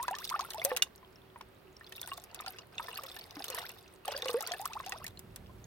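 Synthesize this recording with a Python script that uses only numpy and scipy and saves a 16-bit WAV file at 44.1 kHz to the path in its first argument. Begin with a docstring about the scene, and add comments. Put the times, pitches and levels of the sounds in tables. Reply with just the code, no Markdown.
"""Thin water fizzes into a paddling pool and breaks into drops that smack the surface and ring bubbles.
A toy funnel has been scooped full and held up to drain outdoors, close to a two-port microphone.
Bubbles are gliding, fading sines; drops and spray are shaped noise; the stream is swarms of small notes.
Plastic knocks once as a few decaying tones, the pool adds short echoes, and wind grows near the end."""
import sys
import numpy as np
from scipy import signal
from scipy.fft import rfft, irfft
from scipy.io import wavfile

SR = 44100
rng = np.random.default_rng(int(sys.argv[2]) if len(sys.argv) > 2 else 0)


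def transcribe(u):
    """Save the signal u as a 16-bit wav file named by the first command-line argument.

    u: samples, shape (n,) or (channels, n), limited to [-1, 1]; the rate is SR.
    q: integer samples, one column per channel.
    """
    v = np.clip(np.atleast_2d(u).T, -1, 1)
    q = np.round(v * 32767).astype(np.int16)
    wavfile.write(sys.argv[1], SR, q)


N = 249606


def amp(db):
    """Decibels to linear gain."""
    return 10 ** (np.asarray(db) / 20)


def unit(x):
    """Scales a sound to an RMS of one."""
    return x / np.sqrt(np.mean(x ** 2) + 1e-20)


def add(mix, start_s, sound):
    """Lays a sound into the mix at its start time, cut off at the end."""
    part = mix[:, max(0, round(start_s * SR)):][:, :sound.shape[-1]]
    part += sound[..., :part.shape[1]]


def colour(x, points):
    """Filters x by a spectrum of (Hz, dB) points, joined along a log frequency axis."""
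    hz, db = np.transpose(points)
    f = np.fft.rfftfreq(x.shape[-1], 1 / SR)
    gain = amp(np.interp(np.log(f + 1), np.log(hz), db))
    return irfft(rfft(x) * gain, x.shape[-1])


def band(x, low_hz, high_hz):
    """A gentle band-pass."""
    sections = signal.butter(2, [low_hz, high_hz], "band", fs=SR, output="sos")
    return signal.sosfilt(sections, x)


def level(table, column):
    """A dB column of a curve table as a gain for every sample."""
    rows = np.array(table)
    return amp(np.interp(np.arange(N) / SR, rows[:, 0], rows[:, column]))


def noise_pair(size, same):
    """Left and right noise; same (0-1) is the share of power common to both."""
    common, left, right = rng.standard_normal((3, size))
    same = np.clip(same, 0, 1)
    return np.sqrt(same) * common + np.sqrt(1 - same) * np.array([left, right])


def ports(sound, side):
    """As side goes from 0 to 1, sound reaches the right port later and the balance tips to the left."""
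    left, right = np.broadcast_to(sound, (2, sound.shape[-1]))
    lag = int(side * 11)  # samples
    tilt = amp(3 * side - 1.3)
    return np.array([tilt * np.pad(left, (0, lag)), np.pad(right, (lag, 0)) / tilt])


def bubble(first_hz, last_hz, life_s, fade_db):
    """A bubble rings as a sine that glides from first to last pitch, fades, and stops at the end of its life."""
    t = np.arange(int(max(life_s, .0004) * SR)) / SR
    age = t / t[-1]
    pitch_hz = first_hz * (last_hz / first_hz) ** (age ** 1.9)
    turns = np.cumsum(pitch_hz) / SR
    shape = np.minimum(t * first_hz, 1) * (1 - age ** 6)  # swells over one cycle, closes softly
    return amp(-fade_db * age) * shape * np.sin(2 * np.pi * turns)


def rising(first_hz, octaves, life_s):
    """A larger bubble fades with time and each cycle, but sounds louder as it rises to the surface."""
    cycles = life_s * first_hz * 2 ** (octaves * .4)
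    fade_db = 136 * life_s + 0.59 * cycles - 31 * octaves
    return bubble(first_hz, first_hz * 2 ** octaves, life_s, fade_db)


def droplets(count, low_hz, high_hz, within_s):
    """A few tiny bubbles thrown off by one impact, each a short upward chirp, weaker when later."""
    out = np.zeros((2, 1024))
    for when, pitch, size, side, rise in rng.random((count, 5)):
        hz = low_hz * (high_hz / low_hz) ** pitch
        note = bubble(hz, hz * (1 + rise ** 2 / 3), 22 / hz, fade_db=17)
        strength = (.5 + size) * (1 - when / 2)
        add(out, within_s * when ** 2, ports(strength * note, side))
    return out


def swarm(per_s, low_hz, high_hz, cycles, spread_db):
    """A steady crowd of small bubbles: the higher the note, the shorter and, on average, the stronger."""
    out = np.zeros((2, N))
    for k, (when, pitch, size, ring, rise, side) in enumerate(rng.random((int(per_s * N / SR), 6))):
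        hz = low_hz + (high_hz - low_hz) * pitch ** 2
        note = bubble(hz, hz * (1 + rise ** 3 / 5), cycles * (.5 + ring) / hz, fade_db=22)
        strength = amp(spread_db * size ** 3) * np.sqrt(hz / low_hz)
        add(out, (k + 4 * when) / per_s, ports(strength * note, side ** 2))
    return unit(out)


# colour of the open air: pitch_hz [Hz], density_db [relative dB per Hz]
AIR_COLOUR = [(15, -25), (25, -47.5), (74, -14.5), (108, -31), (145, -35), (223, -13.5), (256, -15),
              (373, -10.5), (439, -13), (695, -16.5), (1130, -18.5), (4000, -29.5), (7000, -43),
              (16000, -34)]
# faint far hum: pitch_hz [Hz], width_hz [Hz at half amplitude], level_db [dB at the left port]
FAR_HUM = [(109.3, 7.9, -75.5), (376.7, 18, -68.5)]
# wind on the microphone: time_s [s], level_db [dB at the left port]
WIND_LEVEL = [(0, -64.5), (4.6, -66.5), (5.1, -57.5), (5.66, -54)]
# colour of the wind: pitch_hz [Hz], density_db [relative dB per Hz]
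WIND_COLOUR = [(20, -26.5), (55, -4), (110, -6), (180, -9), (300, -19), (700, -28.5), (2000, -47)]


def outdoors(air_db=-62, right_db=2.5):
    """Quiet open air, a far hum of narrow noise bands, and low wind noise on the microphone."""
    air = amp(air_db) * unit(colour(noise_pair(N, same=0.2), AIR_COLOUR))
    f = np.fft.rfftfreq(N, 1 / SR)
    hum = np.zeros(N)
    for pitch_hz, width_hz, level_db in FAR_HUM:
        resonance = 1 / (1 + (2 * (f - pitch_hz) / width_hz) ** 2)
        hum += amp(level_db) * unit(irfft(rfft(rng.standard_normal(N)) * resonance, N))
    wind = level(WIND_LEVEL, 1) * unit(colour(noise_pair(N, same=0.94), WIND_COLOUR))
    return (air + hum + wind) * amp([[0], [right_db]])


def pool(x, wall_db=-15, wall_t60_s=0.064, yard_db=-29, yard_t60_s=0.18):
    """Quick echoes from the pool's walls and a faint tail from the yard, as decaying noise."""
    t = np.arange(SR // 3) / SR
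    heard = x.copy()
    for db, t60_s in ((wall_db, wall_t60_s), (yard_db, yard_t60_s)):
        tail = noise_pair(len(t), same=.3) * amp(-60 * t / t60_s) * (t > .002)
        echoes = signal.fftconvolve(x, tail / np.linalg.norm(tail[0]), axes=1)
        heard += amp(db) * echoes[:, :N]
    return heard


def froth():
    """Bubbles left floating on the pool burst one by one with tiny ticks."""
    return amp(-74) * swarm(per_s=45, low_hz=2600, high_hz=12000, cycles=14, spread_db=16)


# knocks on hollow plastic: start_s [s], level_db [dB, scales the ring and crack]
PLASTIC_KNOCKS = [(0.8218, -13)]
# what the plastic rings with: pitch_hz [Hz], level_db [relative dB], t60_s [s]
PLASTIC_MODES = [(2837, 2, 0.021), (3590, 0, 0.017), (4390, -6, 0.014), (5420, -3, .013), (6400, 0, .014),
                 (8790, -10, .014)]


def knocks(crack_db=-8, crack_decay_s=0.0057, attack_s=0.0017):
    """A hard contact cracks as a noise burst and sets the plastic's modes ringing briefly."""
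    out, t = np.zeros((2, N)), np.arange(4096) / SR
    for start_s, level_db in PLASTIC_KNOCKS:
        ring = np.zeros(len(t))
        for pitch_hz, mode_db, t60_s in PLASTIC_MODES:
            ring += amp(mode_db - 60 * t / t60_s) * np.sin(2 * np.pi * pitch_hz * t)
        grit = unit(band(noise_pair(len(t), same=.5), 1100, 12000))
        crack = amp(crack_db) * np.exp(-t / crack_decay_s) * grit
        attack = np.minimum(t / attack_s, 1)
        add(out, start_s, ports(amp(level_db) * attack * (ring + crack), side=.3))
    return out


# tiny droplets that ping without a slap: start_s [s], level_db [dB before the ports], pitch_hz [Hz]
TINY_DROPLETS = [(0.086, -32.5, 1630), (0.142, -35, 1753), (0.186, -43, 2850), (0.2757, -33.5, 3660),
                 (.2985, -42, 2130), (.5043, -38.5, 3800), (0.597, -32, 3440), (1.158, -47.5, 5340),
                 (1.767, -42, 5430), (1.844, -45, 4130), (1.872, -45.5, 3420), (1.921, -43.5, 1790),
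                 (1.953, -42, 3720), (1.98, -38.5, 2670), (1.9952, -42, 3550), (2.0298, -33.5, 3470),
                 (2.391, -37.5, 3630), (2.4803, -29.5, 4700), (2.587, -39.5, 2820), (2.7832, -30, 2670),
                 (2.7816, -28, 3570), (2.93, -38, 2770), (2.9572, -34, 4400), (3.0898, -37.5, 4050),
                 (3.1159, -38, 3560), (3.2113, -38.5, 4440), (3.3942, -37, 5160), (3.486, -33.5, 4100),
                 (3.5292, -37.5, 2770), (3.578, -36, 3780), (3.6174, -38.5, 3700), (3.7016, -42, 2710),
                 (4.0805, -32, 3160), (4.1375, -38, 2800), (4.165, -26.5, 4710), (4.2218, -25.5, 3610),
                 (4.283, -27, 2870), (4.4652, -30.5, 4550), (4.466, -43, 1470), (4.4988, -41.5, 3590),
                 (5.173, -40.5, 4120), (5.495, -51.5, 1030), (5.642, -42, 6460)]


def drips(cycles=28, fade_db=17, scatter_db=-14):
    """Each tiny droplet rings one small bubble, barely gliding, with fainter ones scattered just after."""
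    out = np.zeros((2, N))
    sides = rng.random(len(TINY_DROPLETS)) / 2
    for (start_s, level_db, hz), side in zip(TINY_DROPLETS, sides):
        note = bubble(hz, hz * 1.07, cycles / hz, fade_db)
        add(out, start_s, ports(amp(level_db) * note, side))
        scatter = droplets(count=4, low_hz=hz / 2, high_hz=hz * 2, within_s=.005)
        add(out, start_s, amp(level_db + scatter_db) * scatter)
    return out


# the stream meeting the water, one curve for each spell of pouring:
# time_s [s], bubble_db [dB, air driven under], spray_db [dB, spray thrown up]; both scale the layers
POUR_CURVES = [
    [(0, -56, -44.5), (.15, -54.5, -56.5), (.28, -64.5, -37.5), (.36, -52, -50.5), (.48, -58.5, -49.5),
     (.72, -50.5, -44), (.8, -56.5, -68), (.88, -60, -67)],
    [(1.8, -71, -70), (1.95, -69, -50.5), (2.1, -58, -44.5), (2.2, -68, -50), (2.28, -62.5, -73),
     (2.4, -56, -88), (2.48, -55.5, -46.5), (2.55, -58, -56.5), (2.64, -61, -81)],
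    [(2.72, -60.5, -61), (2.82, -53, -44), (3.17, -56.5, -49), (3.28, -60, -56.5), (3.45, -55.5, -44.5),
     (3.59, -44, -44.5), (3.75, -62, -53.5), (3.98, -74, -61.5)],
    [(4.05, -52, -41), (4.075, -55.5, -58), (4.09, -46, -44), (4.2, -50.5, -50.5), (4.3, -52.5, -42.5),
     (4.42, -53.5, -52.5), (4.53, -50, -47), (4.62, -59, -47.5), (4.93, -56.5, -52.5), (5.0, -57, -55),
     (5.11, -67, -62)],
]


def flow(column):
    """The stream's bubbles (column 1) or spray (2) as a gain for every sample; zero between the pours."""
    t = np.arange(N) / SR
    gain = np.zeros(N)
    for pour in POUR_CURVES:
        pouring = (t >= pour[0][0]) * (t <= pour[-1][0])
        gain += level(pour, column) * pouring
    return gain


def bloops(level_db=2, low_hz=650, high_hz=2300, life_s=0.0072, spread_db=9, per_s=48):
    """Fainter bubbles, rising half an octave at most, that the falling water traps at random."""
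    out = np.zeros((2, N))
    for k, (when, pitch, rise, size, side) in enumerate(rng.random((int(per_s * N / SR), 5))):
        hz = low_hz * (high_hz / low_hz) ** pitch
        note = rising(hz, .5 * rise, life_s * (.5 + rise))
        add(out, (k + when) / per_s, ports(amp(level_db - spread_db * size) * note, side))
    return out * flow(1)


def surge(depth_db):
    """Uneven gulps, some tens a second, as a random gain."""
    gulp_colour = [(6, -40), (16, 0), (45, 0), (160, -50), (1000, -100)]
    gulps = unit(colour(rng.standard_normal(N), gulp_colour))
    return unit(amp(depth_db * np.clip(gulps, -2, 1.5)))


# colour of the spray: pitch_hz [Hz], gain_db [relative dB]
SPRAY_COLOUR = [(1200, -20), (2400, -54), (3500, 19), (5000, 0.5), (7000, -8.5), (8900, 4), (10500, -1.5),
                (12500, 8), (16000, 7)]


def stream(gurgle_db=-3, blip_db=-4, ping_db=-4, pop_db=-7, spray_db=-11, churn_db=-15, seethe_db=-13):
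    """The stream drags air under in uneven gulps of small bubbles and throws up fine spray as noise ticks."""
    gurgle = swarm(per_s=420, low_hz=439.8, high_hz=2193, cycles=24.5, spread_db=8.5)
    blips = swarm(per_s=170, low_hz=650, high_hz=3000, cycles=15, spread_db=17)
    pings = swarm(per_s=650, low_hz=2500, high_hz=5600, cycles=19, spread_db=13)
    pops = swarm(per_s=600, low_hz=5000, high_hz=13000, cycles=12, spread_db=23)
    # about 380 random ticks a second, each decaying over 3 ms
    hits = amp(28 * rng.random(N) ** 3) * (rng.random(N) < 380 / SR)
    ticks = signal.lfilter([1], [1, -np.exp(-1 / (.003 * SR))], hits)
    churn_colour = [(120, -28.0), (300, -14.0), (550, -13.5), (1200, 35), (3000, -7.0), (8000, -88.5)]
    churn = unit(colour(ticks * noise_pair(N, same=0.2), churn_colour))
    spray = unit(colour(ticks * noise_pair(N, same=0.21), SPRAY_COLOUR))
    seethe = unit(band(ticks * noise_pair(N, same=0.15), low_hz=1440, high_hz=4600))
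    low = amp(gurgle_db) * gurgle + amp(blip_db) * blips
    low += amp(churn_db) * churn + amp(seethe_db) * seethe
    high = amp(pop_db) * unit(colour(pops, SPRAY_COLOUR)) + amp(spray_db) * spray
    under = surge(depth_db=4) * flow(1) * low
    above = surge(depth_db=5) * (flow(1) * amp(ping_db) * pings + flow(2) * high)
    return under + above


# drops smacking the water: start_s [s], snap_db [relative dB, bright snap], splash_db [relative dB]
SMACKING_DROPS = [(.028, -24.5, -58), (0.0798, -33, -36.5), (0.111, -32, -60), (0.1515, -43, -40),
                  (0.1852, -34, -40), (.25, -31, -43), (0.2918, -51, -37), (0.2991, -26, -38.5),
                  (0.3923, -39, -38.5), (0.408, -34.5, -36.5), (0.5041, -31.5, -38.5), (0.534, -33, -44),
                  (.545, -31.5, -65), (0.6488, -9.5, -39), (0.764, -23.5, -31), (0.7702, -18, -33),
                  (0.9587, -42, -76), (1.411, -48, -49.5), (1.923, -39, -44), (2.0145, -25, -48),
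                  (2.0746, -30.5, -52), (2.176, -33.5, -55), (2.2384, -35, -58), (2.3453, -29, -45.5),
                  (2.408, -31, -58), (2.462, -40, -40), (2.585, -49, -44.5), (2.9718, -51, -41.5),
                  (3.035, -30, -45.5), (3.164, -40.5, -45), (3.4416, -25.5, -38.5), (3.501, -24.5, -44),
                  (3.5465, -24.5, -44), (3.5848, -39, -42), (3.692, -31, -45.5), (4.0789, -31, -41),
                  (4.118, -37, -38.5), (4.176, -30, -44), (4.2217, -36.5, -42), (4.257, -31.5, -43),
                  (4.284, -32, -35.5), (4.33, -32, -64), (4.407, -26, -37), (4.4245, -26, -54),
                  (4.473, -24.5, -40.5), (4.5182, -51, -32), (4.614, -30.5, -62), (4.655, -22, -44),
                  (4.733, -62, -39), (4.862, -35, -40.5), (4.894, -26.5, -55), (4.9211, -42, -35.5),
                  (5.0423, -28.5, -61), (5.065, -30.5, -39), (5.079, -35, -47.5), (5.192, -32.5, -59),
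                  (5.36, -30, -49)]


def smacks(snap_s=0.000074, swell_s=0.000081, splash_s=0.0027, dent_s=0.014,
           dent_db=-15, hiss_db=-4, snap_trim_db=-13, droplets_db=-5, delay_s=0.00045):
    """Each drop snaps, splashes and throws a few tiny bubbles; its dent sounds lower and longer."""
    lead_s = .001  # room for a brief swell before the snap
    out, t = np.zeros((2, N)), np.arange(1024) / SR - lead_s
    swell, after = np.exp(np.minimum(t, 0) / swell_s), np.maximum(t, 0)
    wash = np.exp(-after / splash_s)
    sharp = np.exp(-after / snap_s) + wash
    dent = np.exp(-after / dent_s)
    brief = np.sqrt(.006 * SR / len(t))  # gives each burst the energy of 6 ms at its level
    sides = rng.uniform(.2, .7, len(SMACKING_DROPS))
    for (start_s, snap_db, splash_db), side in zip(SMACKING_DROPS, sides):
        # low_hz, high_hz, shape, level_db, share common to both ports
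        parts = [(700, 2200, dent, (splash_db + snap_db) / 2 + dent_db, .85),
                 (2200, 6000, sharp + wash, splash_db + hiss_db, .6),
                 (6000, 15500, sharp, snap_db + snap_trim_db, .3)]
        for low_hz, high_hz, shape, part_db, same in parts:
            burst = unit(band(noise_pair(len(t), same) * swell * shape, low_hz, high_hz))
            add(out, start_s + delay_s - lead_s, ports(amp(part_db) * brief * burst, side))
        tiny = droplets(count=4, low_hz=2400, high_hz=6500, within_s=.009)
        add(out, start_s + delay_s, amp(splash_db + droplets_db) * brief * unit(tiny))
    return out


# single trapped bubbles:
# start_s [s], level_db [dB, scales slap and ring], pitch_hz [Hz at first], rise_octaves [octaves], life_s [s]
TRAPPED_BUBBLES = [(0, -29, 934, 0.39, .039), (0.0317, -38, 1033, 0.68, 0.028),
                   (.081, -26.5, 984, -0.079, 0.067), (.1089, -31.5, 740, 0.74, .042),
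                   (0.163, -40, 1160, 0.2, 0.028), (0.192, -48.5, 940, 1.7, 0.047),
                   (0.311, -34, 970, 0.72, 0.0224), (.3408, -26, 1132, 0.46, 0.0193),
                   (.3607, -33, 828, -0.52, .051), (0.3922, -29, 996, 0.45, .011),
                   (.404, -42.5, 720, 0.93, .042), (0.4482, -38.5, 1340, 0.12, .014),
                   (.509, -52, 1810, .4, 0.018), (0.5444, -35.5, 846, 0.57, 0.043),
                   (.581, -37, 637, 0.94, 0.092), (0.6162, -30.5, 2090, 0.45, 0.022),
                   (.6479, -26, 545, 0.38, .092), (.655, -37.5, 705, 0.94, .07),
                   (0.7047, -31.5, 1815, -0.03, 0.032), (0.716, -25, 509, -0.32, 0.125),
                   (1.029, -49.5, 1040, -0.28, 0.035), (1.359, -40.5, 970, -0.39, 0.034),
                   (1.409, -36.5, 1020, -.95, 0.013), (1.8105, -44, 1780, .18, 0.017),
                   (2.0383, -43, 1490, -0.16, 0.038), (2.076, -41, 960, -.9, .028),
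                   (2.1167, -32.5, 2760, 0.18, 0.015), (2.1181, -32.5, 1094, 0.29, 0.053),
                   (2.178, -40, 737, -0.54, .023), (2.4004, -33.5, 1270, -.2, 0.0092),
                   (2.463, -37, 1396, -0.021, .026), (2.474, -35.5, 775, -0.4, .066),
                   (2.7965, -31.5, 950, -0.024, .014), (2.798, -35.5, 1250, 0.25, 0.047),
                   (2.883, -37.5, 1790, -0.12, 0.032), (2.8837, -40, 1004, -0.13, 0.028),
                   (2.988, -34.5, 1140, 0.22, 0.01), (3.0355, -43, 534, 0.00024, .039),
                   (3.166, -40, 1785, -0.11, 0.03), (3.368, -38.5, 299, -0.46, 0.071),
                   (3.4036, -38, 814, -0.46, 0.037), (3.5001, -38.5, 519, -0.064, 0.037),
                   (3.541, -39, 1010, -0.083, .016), (3.5845, -29.5, 1206, -0.78, 0.015),
                   (3.638, -45, 1330, 0.98, 0.025), (4.0508, -42, 1140, 0.17, 0.0058),
                   (4.08, -28.5, 766, 0.15, 0.0106), (4.085, -34, 567, 0.083, 0.019),
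                   (4.1227, -38, 590, -.19, 0.017), (4.1485, -35, 544, 0.3, 0.05),
                   (4.227, -36.5, 495, -0.053, 0.033), (4.2569, -30, 516, 0.14, .1),
                   (4.293, -30, 485, 0.13, 0.39), (4.2987, -36.5, 1174, 0.069, 0.0096),
                   (4.3421, -23, 459, 0.4, 0.051), (4.352, -50, 997, 0.49, 0.018),
                   (4.406, -34.5, 842, -0.026, 0.018), (4.429, -37, 1236, .27, 0.0106),
                   (4.476, -46.5, 970, 0.88, 0.043), (4.512, -32.5, 695, 0.37, 0.062),
                   (4.5365, -31.5, 1755, -.28, .035), (4.5966, -35.5, 764, 0.36, 0.0336),
                   (4.6188, -40, 803, 0.54, 0.037), (4.6542, -33, 1034, 0.47, 0.0088),
                   (4.6987, -47, 834, 0.94, 0.032), (4.7538, -39, 810, 0.86, 0.025),
                   (4.8011, -33, 1090, -0.31, 0.024), (4.864, -39, 743, 1.17, 0.077),
                   (4.9211, -44, 743, 1.16, 0.051), (4.9219, -31, 1920, -0.36, 0.034),
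                   (5.014, -48, 1010, 0.56, 0.015), (5.0435, -40.5, 1770, 0.49, .016)]
# ringing of the hollow that a deep bubble leaves: pitch_hz [Hz before size], level_db [relative dB], t60_s [s]
HOLLOW_MODES = [(550, -47, 0.093), (860, -12, 0.12), (1097, -6, 0.043)]


def plinks(slap_db=-6, slap_decay_s=0.0041, softer_db_per_octave=16, deep_hz=560):
    """Each bubble pinches off with a dull slap, gentler if shallow and rising, then rings as a clear note."""
    out, t = np.zeros((2, N)), np.arange(4096) / SR
    for start_s, level_db, hz, octaves, life_s in TRAPPED_BUBBLES:
        thud = band(band(rng.standard_normal(len(t)), 450, 2400), 450, 2400)
        slap = np.exp(-t / slap_decay_s) * unit(thud)
        size = rng.uniform(.94, 1.06)  # scales the hollow's pitches
        hollow = np.zeros(len(t))
        for mode_hz, mode_db, t60_s in HOLLOW_MODES:
            hollow += amp(mode_db - 60 * t / t60_s) * np.sin(2 * np.pi * mode_hz * size * t)
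        depth = min(deep_hz / hz, 1) ** 2  # low bubbles leave the fullest hollow
        pinch = amp(slap_db) * slap + depth * hollow
        softer = amp(-softer_db_per_octave * max(octaves, 0))
        for sound in (softer * pinch, rising(hz, octaves, life_s)):
            add(out, start_s, ports(amp(level_db) * sound, side=.4))
    return out


def scene():
    """Bubbles, drops, stream, froth and knock in the pool, under the open air."""
    water = plinks() + bloops() + smacks() + drips() + stream() + froth()
    return pool(water + knocks()) + outdoors()


# the recorder's body shifts the right port's phase: pitch_hz [Hz], shift_rad [radians]
BODY_SHADING = [(1200, -0.027), (2100, -0.33), (2600, -0.43), (3600, 1.66), (4700, 0.46)]


def record(dry, right_db=-0.07, edge_hz=16200):
    """The two microphone ports differ a little in phase and level; then comes the recorder's band limit."""
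    shift_rad = np.interp(np.fft.rfftfreq(N, 1 / SR), *np.transpose(BODY_SHADING))
    right = amp(right_db) * irfft(rfft(dry[1]) * np.exp(1j * shift_rad), N)
    heard = np.array([dry[0], right])
    low_pass = signal.firwin(301, edge_hz, window=("kaiser", 8), fs=SR)
    return signal.oaconvolve(heard, low_pass[None], "same")


dry = scene()
out = record(dry)
transcribe(out)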